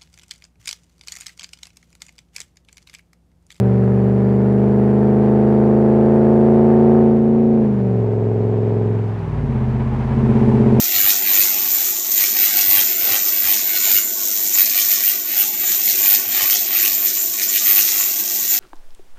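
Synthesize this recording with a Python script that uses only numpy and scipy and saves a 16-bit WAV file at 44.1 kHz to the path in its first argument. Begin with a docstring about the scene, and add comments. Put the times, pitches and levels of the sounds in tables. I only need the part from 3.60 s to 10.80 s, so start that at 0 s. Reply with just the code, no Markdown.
"""A V8 truck engine with a sports exhaust, heard from on board while it drives along a road.
It pulls hard, eases off, changes up twice and ends labouring in a slow, deep burble.
Eight unevenly strong firings a cycle each send a blow of gas down the exhaust pipes, which ring.
The rushing gas rasps and sets thin metal ringing. Behind the engine, tyres roar and wind hisses."""
import sys
import numpy as np
from scipy import signal
from scipy.fft import rfft, irfft
from scipy.io import wavfile
from scipy.ndimage import uniform_filter1d

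SR = 44100
rng = np.random.default_rng(int(sys.argv[2]) if len(sys.argv) > 2 else 0)


def output_pcm(signal):
    """Save a mono or channel-first signal as 16-bit PCM at the path in sys.argv[1].

    Samples are clipped to [-1, 1] before scaling.
    """
    pcm = np.clip(np.atleast_2d(signal).T, -1, 1) * 32767
    wavfile.write(sys.argv[1], SR, np.round(pcm).astype(np.int16))


N = 317520
TIME = np.arange(N) / SR
BIN_HZ = np.maximum(np.arange(N // 2 + 1) * SR / N, 1)

# engine speed, in cycles of eight firings a second: t/s, f/Hz
SPEED = [(0.0, 23.93), (1.35, 25.89), (2.9, 27.61), (3.35, 28.0), (3.6, 27.76), (3.8, 28.2), (3.97, 27.9),
         (4.25, 23.98), (4.47, 22.13), (5.2, 22.05), (5.53, 21.77), (5.8, 18.02), (5.98, 15.79),
         (6.2, 16.11), (6.55, 16.43), (7.2, 15.93)]
# how hard the engine works: t/s, throttle/0-1, mean blow level/dB, corner f/Hz (higher is sharper)
EFFORT = [(0.0, 0.91, -56, 287), (0.5, 0.9, -57.5, 335), (1.2, 0.96, -59, 455), (2.4, 1, -61, 674),
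          (3.38, 0.97, -60, 636), (3.6, 0.46, -57.5, 374), (3.97, 0.07, -55, 350), (4.15, 0.38, -54.5, 230),
          (4.45, 0.2, -56.5, 292), (5.2, 0, -53.5, 248), (5.55, 0.06, -49, 102.6),
          (5.9, 0.02, -44.5, 100.5), (6.48, 0, -41.5, 77.8), (6.75, 0.2, -50, 190.0), (7.2, 0, -49.5, 217)]
# the speeds that count as low, middle and high revs: f/Hz
REVS = (16.3, 22, 27)
# each cylinder's blow, in firing order: level/dB at low, middle, high revs
CYLINDERS = [(1, -10.5, -7), (-3.5, 6.5, 8), (4, -1.5, 3), (-3.5, 6.5, 5), (-5, -0.5, 0.9), (6, -10.5, 3.5),
             (-2, 10, 8), (-1.5, 4, -7.5)]
# unequal pipes make each cylinder's blow early or late: delay/ms at low, middle, high revs
PIPE_LAG_MS = [(-1.17, -1.15, -1.47), (0.3, 0.07, 0.17), (-0.11, 0.03, 0.32), (0.46, -0.17, -0.05),
               (0.13, -0.29, -0.24), (-1.12, -1.39, -0.97), (-0.31, -0.54, 0.1), (-0.4, 0.04, -0.27)]
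# resonances and dips of exhaust and body: f/Hz, width/Hz, level/dB
PIPES = [(54.7, 13, 12), (74.5, 12, 2.5), (112.4, 31.9, 21), (176, 12, -13.5), (227.3, 194, 26.5),
         (312.4, 5.8, -13.5), (387.8, 92.8, 17.5), (446, 138, 12.5), (516.2, 26, 4), (573.2, 52, 13),
         (657.6, 76.4, 12.5), (761.4, 84, 17.5), (888, 76, 11), (1147, 724, 11.5)]
# the harmonics (multiples of the cycle rate) that boom; 8 is the firing rate
BOOM_HARMONICS = (3, 5, 8, 13, 14, 16, 19)
# a row for each: level/dB over the mean blow at low, middle, high revs, full-throttle boost/dB
BOOM = [(18.4, 10, 11.8, 11), (15.5, 12.9, 16.55, 8), (19.7, 23.7, 19.3, 3), (14.6, 1.5, 14.93, 4.5),
        (16.1, 2.7, 0.67, 6), (9.2, 4.7, 11.4, 1), (9.3, 14, 16.4, -0.5)]
# spectrum of the rushing gas: f/Hz, level/dB
RASP = [(300, -11.5), (600, -8.5), (950, -4), (1300, -1), (1800, -4), (2400, -19), (3300, -43),
        (5000, -40.5), (9000, -34), (11500, -44), (14000, -40)]
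# ringing of thin metal: f/Hz, width/Hz, level/dB
METAL = [(4645, 25, -30), (5160, 110, -36), (7270, 60, -39), (10400, 250, -42), (10880, 150, -42)]
# how the background rises and falls: t/s, tyre level/dB, wind level/dB
ROAD = [(0, -48.5, -68.5), (3.3, -46, -68.5), (3.65, -49, -68), (4.6, -49.5, -68), (5.5, -47, -66.5),
        (6.3, -43.5, -65), (6.8, -40.5, -59.5)]
# spectrum of the tyre roar: f/Hz, level/dB
TYRES = [(25, -17), (50, -2), (120, 3), (250, 3), (450, 1), (650, 0), (850, 3), (1000, 0), (1200, -8),
         (1700, -11), (2400, -15.5), (3300, -25), (7000, -45), (15000, -70)]
# spectrum of the wind hiss: f/Hz, level/dB
WIND = [(2000, -6), (3300, 2), (4200, 2.5), (5500, 0), (7500, -3), (9200, -7.5), (10500, -11.5),
        (12500, -16), (15500, -23)]


def engine(start_cycle=.047, wobble_cycles=.0012):
    """The turning crankshaft, wobbling slightly, times every engine sound."""
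    speed, = in_time(SPEED)
    throttle, _, _ = in_time(EFFORT)
    cycles = start_cycle + np.cumsum(speed) / SR + wobble_cycles * drift(21.0)
    at, strength = firings(cycles)
    note = engine_note(cycles) * throb(cycles, speed, throttle)
    return note + uneven_burn(at, strength, speed, throttle) + gas_rasp(at, strength, throttle)


def engine_note(cycles, harmonics=72):
    """The eight repeating blows add up or cancel in each harmonic, which makes the burble."""
    t = TIME[::100]  # levels change slowly, so every 100th sample is enough
    speed, = in_time(SPEED, t)
    throttle, blow_db, corner_hz = in_time(EFFORT, t)
    blows = cylinder_blows(t)
    lag_cycles = at_revs(PIPE_LAG_MS, speed) * speed / 1000
    place_in_cycle = np.arange(len(blows))[:, None] / len(blows) + lag_cycles
    boom = {k: from_db(blow_db + db + boost_db * throttle)
            for k, db, (*_, boost_db) in zip(BOOM_HARMONICS, at_revs(BOOM, speed), BOOM)}
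    turn, wave, note = np.exp(2j * np.pi * cycles), 1, 0
    for k in range(1, harmonics + 1):
        hz = k * speed
        harmonic = (blows * np.exp(-2j * np.pi * k * place_in_cycle)).sum(axis=0)
        if k in boom:
            harmonic = harmonic / np.abs(harmonic) * boom[k]
        rounding = 1 / (1 + 1j * hz / corner_hz) ** 3  # a rounder blow has less treble
        harmonic = harmonic * rounding * exhaust(hz) * snarl(hz, throttle)
        wave = wave * turn  # now swings k times a cycle
        note = note + (np.interp(TIME, t, harmonic) * wave).real
    return note


def cylinder_blows(t):
    """Strength of the eight blows: effort sets their mean, the revs their balance."""
    speed, = in_time(SPEED, t)
    _, blow_db, _ = in_time(EFFORT, t)
    shares = from_db(at_revs(CYLINDERS, speed))
    return from_db(blow_db) * shares / shares.mean(axis=0)


def firings(cycles):
    """The sample at which each cylinder fires, and the strength of its blow."""
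    firing_count = np.floor(cycles * len(CYLINDERS)).astype(int)
    at = np.flatnonzero(np.diff(firing_count)) + 1
    cylinder = firing_count[at] % len(CYLINDERS)
    return at, cylinder_blows(TIME[at])[cylinder, np.arange(len(at))]


def exhaust(hz, bass_hz=60):
    """The pipes ring, and their open end gives off little bass."""
    response = (1j * hz / (bass_hz + 1j * hz)) ** 2
    for centre, width, db in PIPES:
        detune = 1j * (hz / centre - centre / hz) * centre / width
        gain = from_db(db / 2)
        response = response * (detune + gain) / (detune + 1 / gain)
    return response


def snarl(hz, throttle, above_hz=810, boost_db=3):
    """An open throttle steepens the blows, which lifts the upper harmonics."""
    return from_db(boost_db * throttle / (1 + (above_hz / hz) ** 10))


def throb(cycles, speed, throttle, peak_cycle=0.92):
    """At low revs the strong blows bunch into one swell a cycle, deeper with more throttle."""
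    labouring = np.interp(speed, REVS[:2], [1, 0])
    depth = labouring * (0.21 + 0.47 * throttle)
    return 1 + depth * np.cos(2 * np.pi * (cycles - peak_cycle))


def uneven_burn(at, strength, speed, throttle, pulse_samples=1024):
    """No two firings are alike. They differ most at low revs and shut throttle, roughening the note."""
    octaves_up = np.log2(speed / REVS[1])
    scatter_db = -23 - 1.5 * throttle - 9.5 * octaves_up
    _, _, corner_hz = in_time(EFFORT, TIME[at])
    age = 2 * np.pi * np.outer(corner_hz, TIME[:pulse_samples])
    shapes = age ** 2 * np.exp(-age)
    areas = strength * from_db(scatter_db[at]) * rng.standard_normal(len(at)) * SR / (2 * speed[at])
    pulses = shapes * (areas / shapes.sum(axis=1))[:, None]
    positions = at[:, None] + np.arange(pulse_samples)
    blows = np.bincount(positions.ravel(), pulses.ravel(), N)[:N]
    return irfft(rfft(blows) * exhaust(BIN_HZ), N)


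def gas_rasp(at, strength, throttle, puff_s=0.0075, steady_flow=0.16):
    """Each blow drives a puff of swirling gas that sets thin metal ringing, louder with more throttle."""
    blows = np.zeros(N)
    blows[at] = strength / uniform_filter1d(strength, size=16)  # relative to nearby blows
    puffs = rms_one(signal.lfilter([1], [1, -np.exp(-1 / (puff_s * SR))], blows))
    jet = (puffs + steady_flow) * rng.standard_normal(N)
    jet_spectrum = rfft(jet)
    metal = sum(from_db(db) * rms_one(irfft(jet_spectrum / (1 + 2j * (BIN_HZ - hz) / width), N))
                for hz, width, db in METAL)
    return from_db(-58.5 + 15 * throttle) * (coloured(jet, RASP) + metal)


def road_noise(tyre_boost_db=11.5, wind_boost_db=2.5):
    """Tyres roar on coarse asphalt and the passing air hisses; both levels flutter a little."""
    tyre_db, wind_db = in_time(ROAD)
    tyres = from_db(tyre_db + tyre_boost_db + drift(38)) * coloured(rng.standard_normal(N), TYRES)
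    wind = from_db(wind_db + wind_boost_db + .5 * drift(60)) * coloured(rng.standard_normal(N), WIND)
    return tyres + wind


def from_db(db):
    """Turn decibels into a gain."""
    return 10 ** (np.asarray(db) / 20)


def rms_one(x):
    """Scale a signal so that its average size (rms) is 1."""
    return x / np.sqrt(np.mean(x ** 2))


def in_time(rows, t=TIME):
    """Read each column of a table at the times t."""
    times, *columns = np.transpose(rows)
    return np.array([np.interp(t, times, column) for column in columns])


def at_revs(table, speed):
    """Blend each row's low, middle and high values to suit the engine speed."""
    return np.array([np.interp(speed, REVS, row[:len(REVS)]) for row in table])


def coloured(x, spectrum):
    """Shape a signal's bass and treble with a spectrum table; the result has rms 1."""
    hz, db = np.transpose(spectrum)
    gain = from_db(np.interp(np.log(BIN_HZ), np.log(hz), db))
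    return rms_one(irfft(rfft(x) * gain, N))


def drift(rate_hz):
    """A random wander of rms 1, mostly slower than rate_hz."""
    return rms_one(irfft(rfft(rng.standard_normal(N)) / (1 + (BIN_HZ / rate_hz) ** 2), N))


def scene():
    """The engine over tyres and wind, in one channel."""
    return (engine() + road_noise())[None]


def record(dry, cutoff_hz=15700):
    """The highest treble is cut off steeply."""
    return signal.sosfilt(signal.ellip(10, .1, 90, cutoff_hz, fs=SR, output="sos"), dry)


dry = scene()
out = record(dry)
output_pcm(out)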